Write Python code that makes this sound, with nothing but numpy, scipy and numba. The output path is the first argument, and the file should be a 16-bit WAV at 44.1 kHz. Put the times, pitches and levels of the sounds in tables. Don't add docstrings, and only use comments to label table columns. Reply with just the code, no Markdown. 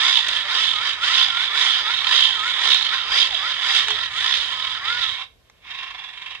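import sys
import numpy as np
from scipy import signal
from scipy.fft import rfft, irfft
from scipy.io import wavfile
from scipy.ndimage import uniform_filter1d, minimum_filter1d
from numba import njit

SR = 44100
rng = np.random.default_rng(int(sys.argv[2]) if len(sys.argv) > 2 else 0)


def output_pcm(signal):
    pcm = np.clip(np.atleast_2d(signal).T, -1, 1) * 32767
    wavfile.write(sys.argv[1], SR, np.round(pcm).astype(np.int16))


def natural_amplitude(level_db):
    exponent = np.asarray(level_db, float) / 20
    return 10 ** exponent


N = 282240

# dead point in seconds, mesh rate there in Hz, fastest moment in seconds, mesh rate there in Hz,
# whine level in dB.
STROKES = [(-.06, 703, 0.1, 1093, 1), (.28, 735, 0.38, 873.6, -4), (.455, 580.5, 0.61, 960, 1.5),
           (.77, 617.3, 0.9, 865, 1), (.98, 619.4, 1.17, 1081, .5), (1.34, 683, 1.46, 785, -1.5),
           (1.5, 580, 1.65, 1057, 1), (1.85, 625.4, 1.945, 748, 3), (2.01, 556.5, 2.19, 1064, 0),
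           (2.41, 621.6, 2.49, 739.7, .3), (2.57, 603.5, 2.73, 1133, 0), (2.91, 624.5, 2.95, 794.6, 2),
           (3.06, 590, 3.21, 1185, -1), (3.4, 571.6, 3.51, 770.3, 2.5), (3.58, 545.6, 3.79, 1193, -3),
           (3.97, 650.4, 4.04, 695.4, -6), (4.12, 600.2, 4.33, 1069, 1), (4.55, 635, 4.8, 646, -7),
           (4.78, 529.6, 4.95, 727, 6), (5.31, 327, 5.78, 368, -20)]
# time in seconds, level in dB.
GRIP = [(0, .5), (1.2, 0.36), (2.4, 1.05), (3.7, .4), (4.3, -2.5), (4.8, -0.9), (5.1, -0.8), (5.13, -3),
        (5.22, -2.5), (5.25, -11.5), (5.29, -44.5), (5.6, -36), (5.66, -15), (5.71, -9), (5.9, -10.5),
        (6.1, -13), (6.33, -14.5), (6.4, -18)]
# time in seconds, size in dB.
JOLTS = [(0.158, 8), (0.366, 3.5), (0.669, 5), (0.922, 6), (1.183, 3.5), (1.451, 3.5), (1.727, 3.5),
         (1.987, 5.5), (2.231, 3.5), (2.504, 5.3), (2.734, 9), (3.021, 5.4), (3.227, 11.1), (3.513, 5.5),
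         (3.765, 8), (4.055, 9.5), (4.353, 2.5), (4.709, 6.5), (5.041, 5)]
# time in seconds, depth in dB.
SLACK = [(0.241, 8), (0.455, 6.5), (0.986, 11.5), (1.523, 4), (2.054, 3.0), (2.56, 5.5), (2.799, 10),
         (3.081, 5.5), (3.298, 16), (3.579, 5.5), (3.854, 9.7), (4.118, 11), (4.811, 10.5)]
# level in dB at 800 Hz mesh, dB per octave of speed, # dB at full
# load, lag in seconds, share of jolt (1 = all), share of slack (1 = all), extra dB when slow.
RATTLE_LAW = (-25.5, 10, 0.57, 0.01, 1, 1.01, 0.7)
BODY_LAW = (-28.9, 5.5, 2, .002, -.08, 0.04, .8)
SIZZLE_LAW = (-39.5, 11, 2.6, .002, .36, .5, -1.5)
WHINE_LAW = (-37.8, 3, 1.5, .001, -.15, .6, -8)
MESH_LAW = (-52.5, 42, 3, 0.09, 0.01, .1, 5)
# pitch in Hz, width in Hz, level in dB, extra dB at low speed, likeness of the microphones (0-1).
BODY = [(335, 270, -22, -0.5, 0.67), (461, 215, -20.5, -5, 0.74), (590, 188, -17, 0, 0.7),
        (818, 146, -10.5, 4.5, 0.57), (1055, 125, -4.5, 4.5, 0.95), (1177, 204, -5.5, 2, 1),
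        (1332, 220, -1.5, -5.5, 0.84), (1802, 108, -2, 0, 0.8), (1893, 180, 3, -0.5, 0.84),
        (2194, 144, 2, 2, 0.4), (2325, 204, -5.5, 9, .7)]
SHELL = [(2768, 190, -8, 9.5, 0.84), (3068, 302, 0, 0.5, 0.68), (3182, 166, -2.5, -0.5, 0.93),
         (3449, 156, 1, -2, 0.43), (3736, 190, 2, -1, 0.42), (4142, 150, -4.5, -3.5, 0.13)]
SIZZLE = [(4830, 350, 2.5, -1, 0.1), (5256, 370, -5.5, 1.5, 0.17), (5740, 180, -12.5, -10.5, 0.48),
          (7170, 1870, -10, -5.5, 0.16), (8030, 1860, -14, 3, .1), (10530, 700, -17, -3, .1)]
# multiple of the mesh rate, level in dB.
WHINE = [(.418, -17.5), (.68, -17), (1.36, -4.5), (2, 3), (2.72, -8), (3, -2.5), (3.5, -1.5), (4, -5),
         (4.081, -9.5), (5, -4), (5.44, -3), (6, -2.5)]
# pitch in Hz, width in Hz, level in dB.
HORN = [(437, 250, -7.5), (1130, 89, -9.5), (1400, 218, 2.3), (1848, 340, 1), (2207, 290, -3.5),
        (2860, 460, -12.5), (3510, 410, 5.5)]
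# time in seconds, length in seconds, multiple of the mesh rate,
# level in dB.
HUM = [
    (0.587, 0.041, .43, -55),
    (2.703, 0.025, .418, -43.5),
    (3.224, 0.026, .37, -53.5),
    (3.915, 0.037, .555, -42),
]
# time in seconds, strength in dB.
BITES = [(5.71, 6), (5.75, 6), (5.789, 9), (5.83, 7.5), (5.87, 4), (5.908, 10), (5.947, 7), (5.992, 11),
         (6.041, 14), (6.09, 10), (6.135, 6), (6.176, 11), (6.219, 10.5), (6.263, 9.5), (6.308, 9),
         (6.35, 11)]
# time in seconds, peak in dB.
KNOCKS = [(0.0414, -8.5), (0.157, -9.5), (0.267, -13.5), (0.53, -14), (0.5501, -10), (0.6519, -11),
          (0.9328, -13), (1.2047, -13.5), (1.5895, -11), (1.6482, -8), (1.6965, -11.5), (1.714, -13),
          (1.7514, -13), (1.9719, -10), (2.1904, -9), (2.2237, -8), (2.2383, -10.5), (2.6449, -6),
          (2.7434, 0), (2.825, -6.5), (2.8499, -7.5), (3.1235, -7.5), (3.1941, -10), (3.2061, -2),
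          (3.6633, -12), (3.7264, -3), (3.7552, -5.5), (3.8832, -12), (4.1654, -16), (4.374, -8)]
# time in seconds, treble peak in dB, middle level above
# the treble in dB.
TICKS = [
    (0.2846, -13, 0),
    (1.6476, -31, 14),
    (2.0088, -33, 6),
    (2.7445, -30, 9),
    (3.8836, -30.5, 20),
    (3.9051, -31.5, 21.5),
    (5.4985, -66, 22.5),
]
# time in seconds, peak in dB, pitch in Hz.
THUDS = [
    (0.299, -56, 45.5),
    (0.899, -59, 44.92),
    (1.079, -56, 45),
    (3.099, -46, 45.15),
    (3.299, -50, 44.94),
    (3.879, -59, 44.9),
    (4.379, -47, 45),
]
# pitch in Hz, left gain in dB, right gain in dB.
MICS = [(100.3, -5, -8), (680, 5, 5.5), (1905, 0.5, 2.5), (2080, -1.5, 5), (2370, 0, 2.5), (3170, -7, 5),
        (3588, -7, 8), (4185, -7, 0), (4660, 2, 1.5), (6510, 10, 5), (7480, 3, -37), (11700, -1, -51.5),
        (12000, -22, -21.5), (14000, -15, -27.5)]
# pitch in Hz, level in dB per Hz.
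ROOM_TONE = [(20, -35), (37, 0.5), (70, 2.5), (308, -13.5), (455, -8), (545, -10.5), (1070, -19),
             (3910, -21), (10700, -33), (12200, -27.5), (15900, -49.5), (22000, -120)]


def generator():
    mesh_hz, sing_db = crank()
    mesh_hz = uniform_filter1d(mesh_hz, size=900)
    slow = np.clip((520 - mesh_hz) / 120, 0, 1)
    laws = (RATTLE_LAW, BODY_LAW, SIZZLE_LAW, WHINE_LAW, MESH_LAW)
    rattle_db, body_db, sizzle_db, whine_db, mesh_db = follow(laws, mesh_hz, slow)
    turns = np.cumsum(mesh_hz * (1 + 0.00512 * walk(70))) / SR
    throb_db = pinion_throb(turns, slow)
    rattle = natural_amplitude(rattle_db) * ring(SHELL, natural_amplitude(throb_db), slow, spread_db=3.5)
    body = natural_amplitude(body_db - 2.5) * ring(BODY, natural_amplitude(0.77 * throb_db), slow, spread_db=2.5)
    sizzle = natural_amplitude(sizzle_db - 1.5) * ring(SIZZLE, natural_amplitude(0.67 * throb_db), slow, spread_db=3.5)
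    whine = gear_whine(turns, mesh_hz, whine_db + sing_db, mesh_db, throb_db)
    return rattle + body + sizzle + whine + gear_hum(mesh_hz) + table_rumble(slow)


def crank():
    t = np.arange(N) / SR
    dead_s, dead_hz, top_s, top_hz, sing_db = np.transpose(STROKES)
    s = np.append(np.ravel([dead_s, top_s], "F"), N / SR)
    hz = np.append(np.ravel([dead_hz, top_hz], "F"), 360)
    place = np.interp(t, s, np.arange(len(s)))
    eased = np.floor(place) + 0.5 - 0.5 * np.cos(np.pi * (place % 1))
    mesh_hz = np.interp(eased, np.arange(len(s)), hz)
    return mesh_hz, np.interp(t, (dead_s + 2 * top_s) / 3, sing_db)


def follow(laws, mesh_hz, slow):
    t = np.arange(N) / SR
    octaves = np.log2(np.maximum(mesh_hz, 560) / 800)
    load = np.gradient(mesh_hz) * SR / 4000
    jolt = bumps(JOLTS, before_s=0.036, after_s=0.12)
    slack = bumps(SLACK, before_s=0.095, after_s=0.033)
    grip_db = np.interp(t, *np.transpose(GRIP))
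    levels = []
    for base_db, octave_db, load_db, lag_s, jolted, slackened, slow_db in laws:
        driven_db = np.interp(t - lag_s, t, octave_db * octaves + load_db * load)
        loosened_db = jolted * jolt - slackened * slack
        levels.append(base_db + driven_db + loosened_db + slow_db * slow + grip_db)
    return levels


def bumps(table, before_s, after_s):
    t = np.arange(N) / SR
    return sum(db * np.exp(-((t - s) / np.where(t > s, after_s, before_s)) ** 2) for s, db in table)


def pinion_throb(turns, slow):
    t = np.arange(N) / SR
    angle = 2 * np.pi * turns / 16
    wobble = np.cos(angle + 0.6) + 0.5 * np.cos(2 * angle + 1.2)
    throb_db = (1 - slow) * 1.79 * (1 + 0.71 * walk(12)) * wobble
    throb_db = throb_db + 1.46 * walk(90) - 1.7 * slow
    for at, db in BITES:
        throb_db += db * np.exp(-np.abs(t - at) / np.where(t > at, 0.011, 0.004))
    return throb_db


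def ring(modes, throb, slow, spread_db):
    shared = chatter(spread_db)
    own = [chatter(spread_db), chatter(spread_db)]
    out = np.zeros((2, N))
    for hz, width, db, slow_db, like in modes:
        like = np.clip(like, 0, 1)
        gain = natural_amplitude(db + slow_db * slow + 1.6 * walk(11))
        for k in range(2):
            push = throb * (np.sqrt(like) * shared + np.sqrt(1 - like) * own[k])
            out[k] += gain * svf_twice(push, hz, 1.47 * width) / np.sqrt(width / 150)
    return out / np.sqrt(np.mean(out.mean(axis=0) ** 2))


def chatter(spread_db):
    hard = np.minimum(rng.exponential(size=N), 4.5)
    return unit(rng.standard_normal(N) * natural_amplitude(spread_db * hard))


def gear_whine(turns, mesh_hz, whine_db, mesh_db, throb_db):
    train = sum(natural_amplitude(db + 2.6 * walk(33)) * np.sin(2 * np.pi * k * turns) for k, db in WHINE)
    tones = natural_amplitude(whine_db) * train
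    tones = tones + natural_amplitude(mesh_db + 5.3 * walk(24.99)) * np.sin(2 * np.pi * turns)
    coasting = np.clip(np.gradient(mesh_hz) * SR / 1800, -1, 0)
    sings = natural_amplitude(6 * coasting + 0.32 * throb_db)
    return sings * sum(natural_amplitude(db) * svf(tones, float(hz), float(width)) for hz, width, db in HORN)


def gear_hum(mesh_hz):
    t = np.arange(N) / SR
    hum = np.zeros(N)
    for at, length_s, k, db in HUM:
        swell = np.exp(-((t - at) / length_s) ** 2)
        hum += natural_amplitude(db) * swell * np.sin(2 * np.pi * k * mesh_hz[int(at * SR)] * t)
    return hum


def table_rumble(slow):
    shake = svf(rng.standard_normal(N), 96.0, 35.0)
    shake = shake + natural_amplitude(-5.5) * svf(rng.standard_normal(N), 65.0, 40.0)
    shake = svf(shake, 58.0, 110.0)
    return natural_amplitude(-53.5 - 26 * slow) * unit(shake) * natural_amplitude(2 * walk(9.9))


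def knocks():
    bite_knocks = [(at, db - 39) for at, db in BITES]
    s, db = np.transpose(KNOCKS + bite_knocks)
    tint_db = 4.0 * rng.standard_normal((len(s), len(SHELL)))
    out = np.zeros(N)
    for k, (hz, width, mode_db, *_) in enumerate(SHELL):
        blows = impulses(s + 0.0008, natural_amplitude(db + tint_db[:, k] + mode_db))
        out += svf(blows, float(hz), 0.52 * width) / width
    return natural_amplitude(60) * out


def ticks():
    s, top_db, mid_db = np.transpose(TICKS)
    fade = np.exp(-np.arange(1500) / SR / 0.0031)
    top = np.convolve(impulses(s, natural_amplitude(top_db)), fade)[:N] * rng.standard_normal((2, N))
    mid_gain = natural_amplitude(0.8 * (top_db + mid_db) - 8.5)
    mid = np.convolve(impulses(s, mid_gain), fade)[:N] * rng.standard_normal(N)
    bright = colour(top, [3000, 7000, 12000, 15000], [-9.5, -3, -9, 9.5])
    return natural_amplitude(-6) * bright + natural_amplitude(8) * svf_twice(mid, 2000, 3300)


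def thuds():
    out = np.zeros(N)
    for s, db, hz in THUDS:
        blow = impulses([s], natural_amplitude(db))
        out += natural_amplitude(60) * svf(svf(blow, float(hz), 18.0), float(hz), 25.0)
    return out


def room(x):
    t = np.arange(SR // 2) / SR
    fade = np.exp(-np.log(1000) * t / 0.25)
    tail = rng.standard_normal((2, len(t))) * fade * (t > 0.004)
    tail = tail / np.sqrt(np.sum(tail ** 2, axis=1, keepdims=True))
    return natural_amplitude(-11) * signal.fftconvolve(x, tail, axes=1)[:, :N]


def room_tone():
    mid, side = rng.standard_normal((2, N))
    side = colour(side, [60, 300, 2000], [-7, -4, 0])
    hiss = colour(np.array([mid + side, mid - side]), *np.transpose(ROOM_TONE))
    return natural_amplitude(-61.5) * hiss / np.sqrt(np.mean(hiss.mean(axis=0) ** 2))


def unit(x):
    return x / np.sqrt(np.mean(x ** 2))


@njit
def svf(x, hz, width):
    y, band, low = np.empty(len(x)), 0.0, 0.0
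    g, k = np.tan(np.pi * hz / SR), width / hz
    for i in range(len(x)):
        v = (band + g * (x[i] - low)) / (1 + g * (g + k))
        band, low = 2 * v - band, low + 2 * g * v
        y[i] = k * v
    return y


def svf_twice(x, hz, width):
    return svf(svf(x, float(hz), float(width)), float(hz), float(width))


def colour(x, hz, db):
    f = np.fft.rfftfreq(N, 1 / SR) + 1
    return irfft(rfft(x) * natural_amplitude(np.interp(np.log(f), np.log(hz), db)), N)


def walk(rate):
    k = int(SR / rate)
    held = np.repeat(rng.standard_normal(N // k + 1), k)
    return 1.352 * uniform_filter1d(uniform_filter1d(held, k), k)[:N]


def impulses(times, gains):
    x = np.zeros(N)
    x[(np.asarray(times) * SR).astype(int)] = gains
    return x


def scene():
    near = generator() + knocks() + ticks()
    hz, left_db, right_db = np.transpose(MICS)
    heard = near + room(near)
    left = np.roll(colour(heard[0], hz, left_db), 4)
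    right = colour(heard[1], hz, right_db)
    return np.array([left, right]) + thuds() + room_tone()


def top_cut(x):
    return signal.sosfilt(signal.butter(12, 14255, fs=SR, output="sos"), x)


def record(dry):
    gain = 1 / np.maximum(np.abs(dry).max(axis=0), 1)
    gain = uniform_filter1d(minimum_filter1d(gain, size=201), size=101)
    return top_cut(dry * gain)


dry = scene()
out = record(dry)
output_pcm(out)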